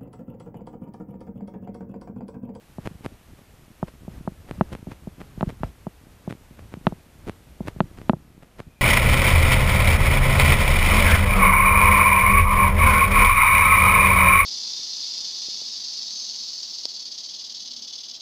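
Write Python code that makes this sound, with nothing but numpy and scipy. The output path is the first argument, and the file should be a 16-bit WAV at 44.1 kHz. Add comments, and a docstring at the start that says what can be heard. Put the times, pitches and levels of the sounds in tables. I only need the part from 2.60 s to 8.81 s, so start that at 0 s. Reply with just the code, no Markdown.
"""A walk along a beach of coarse sand, phone in hand, a light breeze rumbling on the microphone over hiss.
From 0.2 s on, jolts of the stride knock dully on the case and bounce it in the hand, while sand
gives way in short swells of grains with sharp snaps. The hardest knocks fall near 2.0, 4.3, 5.2, 5.5 s.
At 5.5 s the hiss sinks and stays down; at 6.1 s, as the breeze fades, a far bird calls two faint notes."""
import sys
import numpy as np
from scipy import signal
from scipy.fft import rfft, irfft
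from scipy.io import wavfile
from scipy.ndimage import uniform_filter1d, minimum_filter1d

SR = 44100
rng = np.random.default_rng(int(sys.argv[2]) if len(sys.argv) > 2 else 0)


def transcribe(signal):
    """Save signal, clipped to [-1, 1], as a 16-bit WAV file at the path in sys.argv[1]."""
    frames = np.atleast_2d(signal).T
    limited = np.clip(frames, -1, 1)
    pcm = np.round(limited * 32767).astype(np.int16)
    wavfile.write(sys.argv[1], SR, pcm)


N = 273861
TIME_S = np.arange(N) / SR

# jolts of the stride: t/s, strength/dB, contact corner/Hz (low = soft), grip (factor on bounce pitch)
JOLTS = [(0.1845, -15, 1102, .91), (0.311, -21, 450, 0.94), (0.348, -21.5, 330, 0.5),
         (0.521, -29, 600, 1.35), (0.715, -23.5, 200, .5), (1.2288, -7.5, 1770, 0.94),
         (1.4803, -16, 910, 0.97), (1.6764, -9.5, 1900, 1.02), (1.9828, -13, 330, 0.91),
         (2.0106, -1, 3040, 1.03), (2.1198, -15.5, 590, 0.75), (2.271, -15.5, 800, 0.96),
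         (2.284, -20, 540, 1.43), (2.473, -14, 800, 1.03), (2.777, -13.5, 483, 0.75),
         (2.8097, -14, 12300, 1), (2.829, -4.5, 1820, 1.01), (2.872, -4.5, 340, 0.82),
         (3.007, -12, 298, 0.63), (3.034, -9, 3770, 0.95), (3.041, -5.5, 330, 0.48),
         (3.2685, -12.5, 1400, 1), (3.6770, -10.5, 1000, 0.95), (4.171, -18, 520, 0.93),
         (4.2690, -0.5, 11300, 1), (4.3237, -15.5, 1210, .94), (4.6703, -17, 700, 0.92),
         (4.682, -17.5, 800, 2.14), (5.0061, -10.5, 864, 1.08), (5.054, -14.5, 400, .5),
         (5.163, -18.5, 724, 0.77), (5.2050, -1.1, 5700, 1), (5.235, -13, 300, 0.85),
         (5.496, 1, 5440, 1.21), (5.534, -7.5, 1490, 0.86), (6.069, -18, 295, 0.59)]


def case_knocks(sway_db=16.5, soft_sway_db=17.5, soft_hz=700, spread_hz=2400, size=8192):
    """Each jolt rings the phone; soft contact omits the upper modes, a firm grip quickens the bounce."""
    # case modes: f/Hz, width/Hz, level/dB, direction at the microphone (+-1)
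    case_modes = [(352, 36.4, 24.5, 1), (511, 64, 19, 1), (623, 95, 25, 1), (818, 130, 19.5, 1),
                  (1140, 1100, -6, -1), (1350, 97, 11, -1), (1820, 1350, 3.5, -1), (2530, 210, 3, 1)]
    # bounce in the hand: f/Hz, width/Hz, level/dB, direction at the microphone (+-1)
    hand_modes = [(183.4, 91.3, 42, 1), (201.8, 117.3, 35.5, -1)]
    f = np.fft.rfftfreq(size, 1 / SR)
    # the port leaks slow pressure; the hand damps the top
    port = signal.freqs(*signal.butter(2, 91, "high", analog=True), f)[1] ** 2
    damping = undb(-22) + 1 / np.sqrt(1 + (f / 4200) ** 20)
    # high waves outrun low ones in the thin shell
    dispersion = (spread_hz - 1j * f) / (spread_hz + 1j * f)
    node = 1 - resonance(f, hz=2200, width_hz=260)  # microphone near a node of the case
    case = modal_response(f, case_modes)
    arm = resonance(f, hz=58, width_hz=50)
    lead = size // 8
    out = np.zeros(N + size)
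    for t_s, strength_db, contact_hz, grip in JOLTS:
        push = undb(strength_db) / (1 + .5 * (f / contact_hz) ** 2) ** 4
        body = port * node * dispersion * (modal_response(f, hand_modes, grip) + case)
        softness = 1 / (1 + (contact_hz / soft_hz) ** 2)
        sway = undb(sway_db + soft_sway_db * softness) * arm  # slow pushes move the whole arm
        knock = irfft(push * damping * (body + sway))
        start = int(t_s * SR) - lead
        out[start:start + size] += np.roll(knock, lead)
    return out[:N]


def sand_crunches(half_s=0.0088, skirt_db=-14, shuffle_db=-63, crack_db=17.5, jitter_s=0.000984):
    """Fine grains slip in a swell, two coarse ones crack, one snaps; loose sand shuffles between steps."""
    # sand giving way: snap t/s, snap peak/dB, grain level/dB, lead of the swell/s
    crunches = [(0.2737, -14, -39.5, .013), (0.4620, -14, -41.5, 0.01), (0.791, -46, -59.5, 0),
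                (1.2838, -33, -47.5, 0.00058), (1.9113, -16, -48, 0.02), (2.1512, -19.5, -41, 0.021),
                (2.3187, -24, -44.5, 0), (2.6158, -23, -46.5, 0.0087), (2.9036, -24.5, -42, .009),
                (3.046, -30, -46, 0.0047), (3.7086, -20, -43, 0.0034), (3.7255, -20, -62, 0.006),
                (3.9931, -28, -54.5, 0.00067), (4.1399, -19, -53, .012), (4.6960, -14.5, -41, 0.014),
                (5.0838, -13.5, -38, 0.0076), (5.3867, -27.5, -51.5, .004), (5.4160, -26, -69, 0.015),
                (5.8330, -34.5, -53.5, 0.0038), (6.0027, -18.5, -43, 0.0058)]
    # snap spectrum: f/Hz, level/dB
    snap_spectrum = [(30, -26.5), (100, 4), (210, 3), (400, -2.5), (1000, -12), (2500, -19), (6000, -40),
                     (10000, -38), (14000, -65)]
    # grain spectrum: f/Hz, level/dB
    grain_spectrum = [(40, 8.5), (200, 4), (700, -4), (1500, -9.5), (3000, -15), (6000, -23.5),
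                      (14000, -30)]
    crack_offsets_s = np.array([-.003, .003])
    envelope = undb(shuffle_db + drift(rate_hz=9))
    snaps = np.zeros(N)
    for t_s, snap_db, grain_db, lead_s in crunches:
        middle_s = t_s - lead_s
        skirt = undb(skirt_db) * swell(middle_s, 4.2 * half_s)
        envelope += undb(grain_db) * (swell(middle_s, half_s) + skirt)
        cracks_s = middle_s + crack_offsets_s + jitter_s * rng.standard_normal(2)
        snaps[(cracks_s * SR).astype(int)] += undb(grain_db + crack_db)
        snaps[int(t_s * SR)] += undb(snap_db)
    grains = unit_rms(colour(clicks(per_s=9000, spread_db=5), grain_spectrum))
    return envelope * grains + colour(snaps, snap_spectrum)


def breeze(rumble_db=-1, flutter_db=3.5, puff_db=-4, swing_db=-46, swing_half_s=0.044):
    """Eddies rumble on the port, more as the hand swings through a jolt; some break off as dull puffs."""
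    # breeze on the microphone: t/s, level/dB
    breeze_levels = [(0.0, -62), (0.26, -49.5), (0.97, -54.5), (2.16, -44), (2.39, -50.5), (2.97, -44),
                     (3.22, -53), (3.92, -51.5), (4.1, -49.5), (4.58, -50), (5.29, -49), (6.21, -60.5)]
    # rumble spectrum: f/Hz, level/dB
    rumble_spectrum = [(15, -11.5), (35, 1), (65, 3), (120, -5), (220, -12.5), (400, -19.5), (900, -26.5),
                       (2500, -36.5), (8000, -45)]
    # puff spectrum: f/Hz, level/dB
    puff_spectrum = [(30, -9), (160, -1), (300, -7.5), (600, -24.5), (1200, -37), (4000, -67)]
    breeze_db = np.interp(TIME_S, *np.transpose(breeze_levels))
    swing_power = sum(undb(swing_db + 0.43 * strength_db) ** 2 * swell(t_s, swing_half_s)
                      for t_s, strength_db, _, _ in JOLTS)
    flow = np.sqrt(undb(breeze_db) ** 2 + swing_power)
    rumble = unit_rms(colour(rng.standard_normal(N), rumble_spectrum))
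    rumble *= undb(rumble_db + flutter_db * drift(rate_hz=21.99))
    puffs = unit_rms(colour(clicks(per_s=45, spread_db=-1), puff_spectrum))
    return flow * (rumble + undb(puff_db) * puffs)


def shore_hiss(level_db=-58, drop_at_s=5.49, drop_db=-4, fade_s=0.015):
    """Smooth hiss of the open shore and the microphone, stepping down once."""
    # hiss spectrum: f/Hz, level/dB
    hiss_spectrum = [(60, -3), (400, 8), (1000, 3.5), (2500, 1), (5000, -5), (9000, -6), (14000, -6)]
    dropped = np.clip((TIME_S - drop_at_s) / fade_s, 0, 1)
    hiss = unit_rms(colour(rng.standard_normal(N), hiss_spectrum))
    return hiss * undb(level_db + drop_db * dropped)


def far_bird(width_hz=160):
    """Thin notes blurred by distance: swells of narrow-band noise."""
    # notes: middle t/s, f/Hz, level/dB, half length/s
    notes = [(6.112, 2430, -69, .02), (6.175, 2410, -63, 0.02)]
    f = np.fft.rfftfreq(N, 1 / SR)
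    noise_spectrum = rfft(rng.standard_normal(N))
    out = np.zeros(N)
    for t_s, hz, level_db, half_s in notes:
        band = irfft(noise_spectrum * resonance(f, hz, width_hz) ** 2, N)
        out += undb(level_db) * swell(t_s, half_s) * unit_rms(band)
    return out


def undb(db):
    """Decibels to gain."""
    return 10 ** (np.asarray(db) / 20)


def unit_rms(x):
    """Scale to rms 1."""
    return x / np.std(x)


def swell(middle_s, half_s):
    """Gaussian rise and fall, peak 1."""
    return np.exp(-.5 * ((TIME_S - middle_s) / half_s) ** 2)


def drift(rate_hz):
    """Random steps, smoothed twice; spread near 1."""
    hold = int(SR / rate_hz)
    steps = np.repeat(rng.standard_normal(N // hold + 1), hold)
    return 1.3 * uniform_filter1d(uniform_filter1d(steps, hold), hold)[:N]


def clicks(per_s, spread_db):
    """Impulses of random time and size."""
    present = rng.random(N) < per_s / SR
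    return present * rng.standard_normal(N) * undb(spread_db * np.minimum(rng.exponential(size=N), 4))


def resonance(f, hz, width_hz):
    """Response of one damped mode, gain 1 at its centre."""
    return 1j * f * width_hz / (hz ** 2 - f ** 2 + 1j * f * width_hz)


def modal_response(f, modes, stretch=1):
    """Signed sum of modes, pitches scaled by stretch."""
    return sum(sign * undb(db) * resonance(f, hz * stretch, width_hz) for hz, width_hz, db, sign in modes)


def colour(x, spectrum, size=4096):
    """Minimum-phase filter from (f/Hz, level/dB) rows; impulse response peaks at 1."""
    hz, db = np.transpose(spectrum)
    f = np.maximum(np.fft.rfftfreq(size, 1 / SR), 1)
    gain = undb(np.interp(np.log(f), np.log(hz), db))
    cepstrum = irfft(np.log(gain))
    cepstrum[1:size // 2] *= 2
    cepstrum[size // 2 + 1:] = 0
    impulse = irfft(np.exp(rfft(cepstrum)))
    return signal.fftconvolve(x, impulse / np.abs(impulse).max())[:N]


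def scene():
    """Open air, mono: nothing echoes."""
    return (case_knocks() + sand_crunches() + breeze() + shore_hiss() + far_bird())[None]


def record(dry):
    """The phone limits the hardest knocks and cuts the top steeply."""
    ceiling, hold_samples, top_hz = .68, 20, 14000
    gain = ceiling / np.maximum(np.abs(dry), ceiling)
    gain = uniform_filter1d(minimum_filter1d(gain, hold_samples), hold_samples)
    lowpass = signal.ellip(10, .1, 70, top_hz, fs=SR, output="sos")
    return signal.sosfilt(lowpass, dry * gain)


dry = scene()
out = record(dry)
transcribe(out)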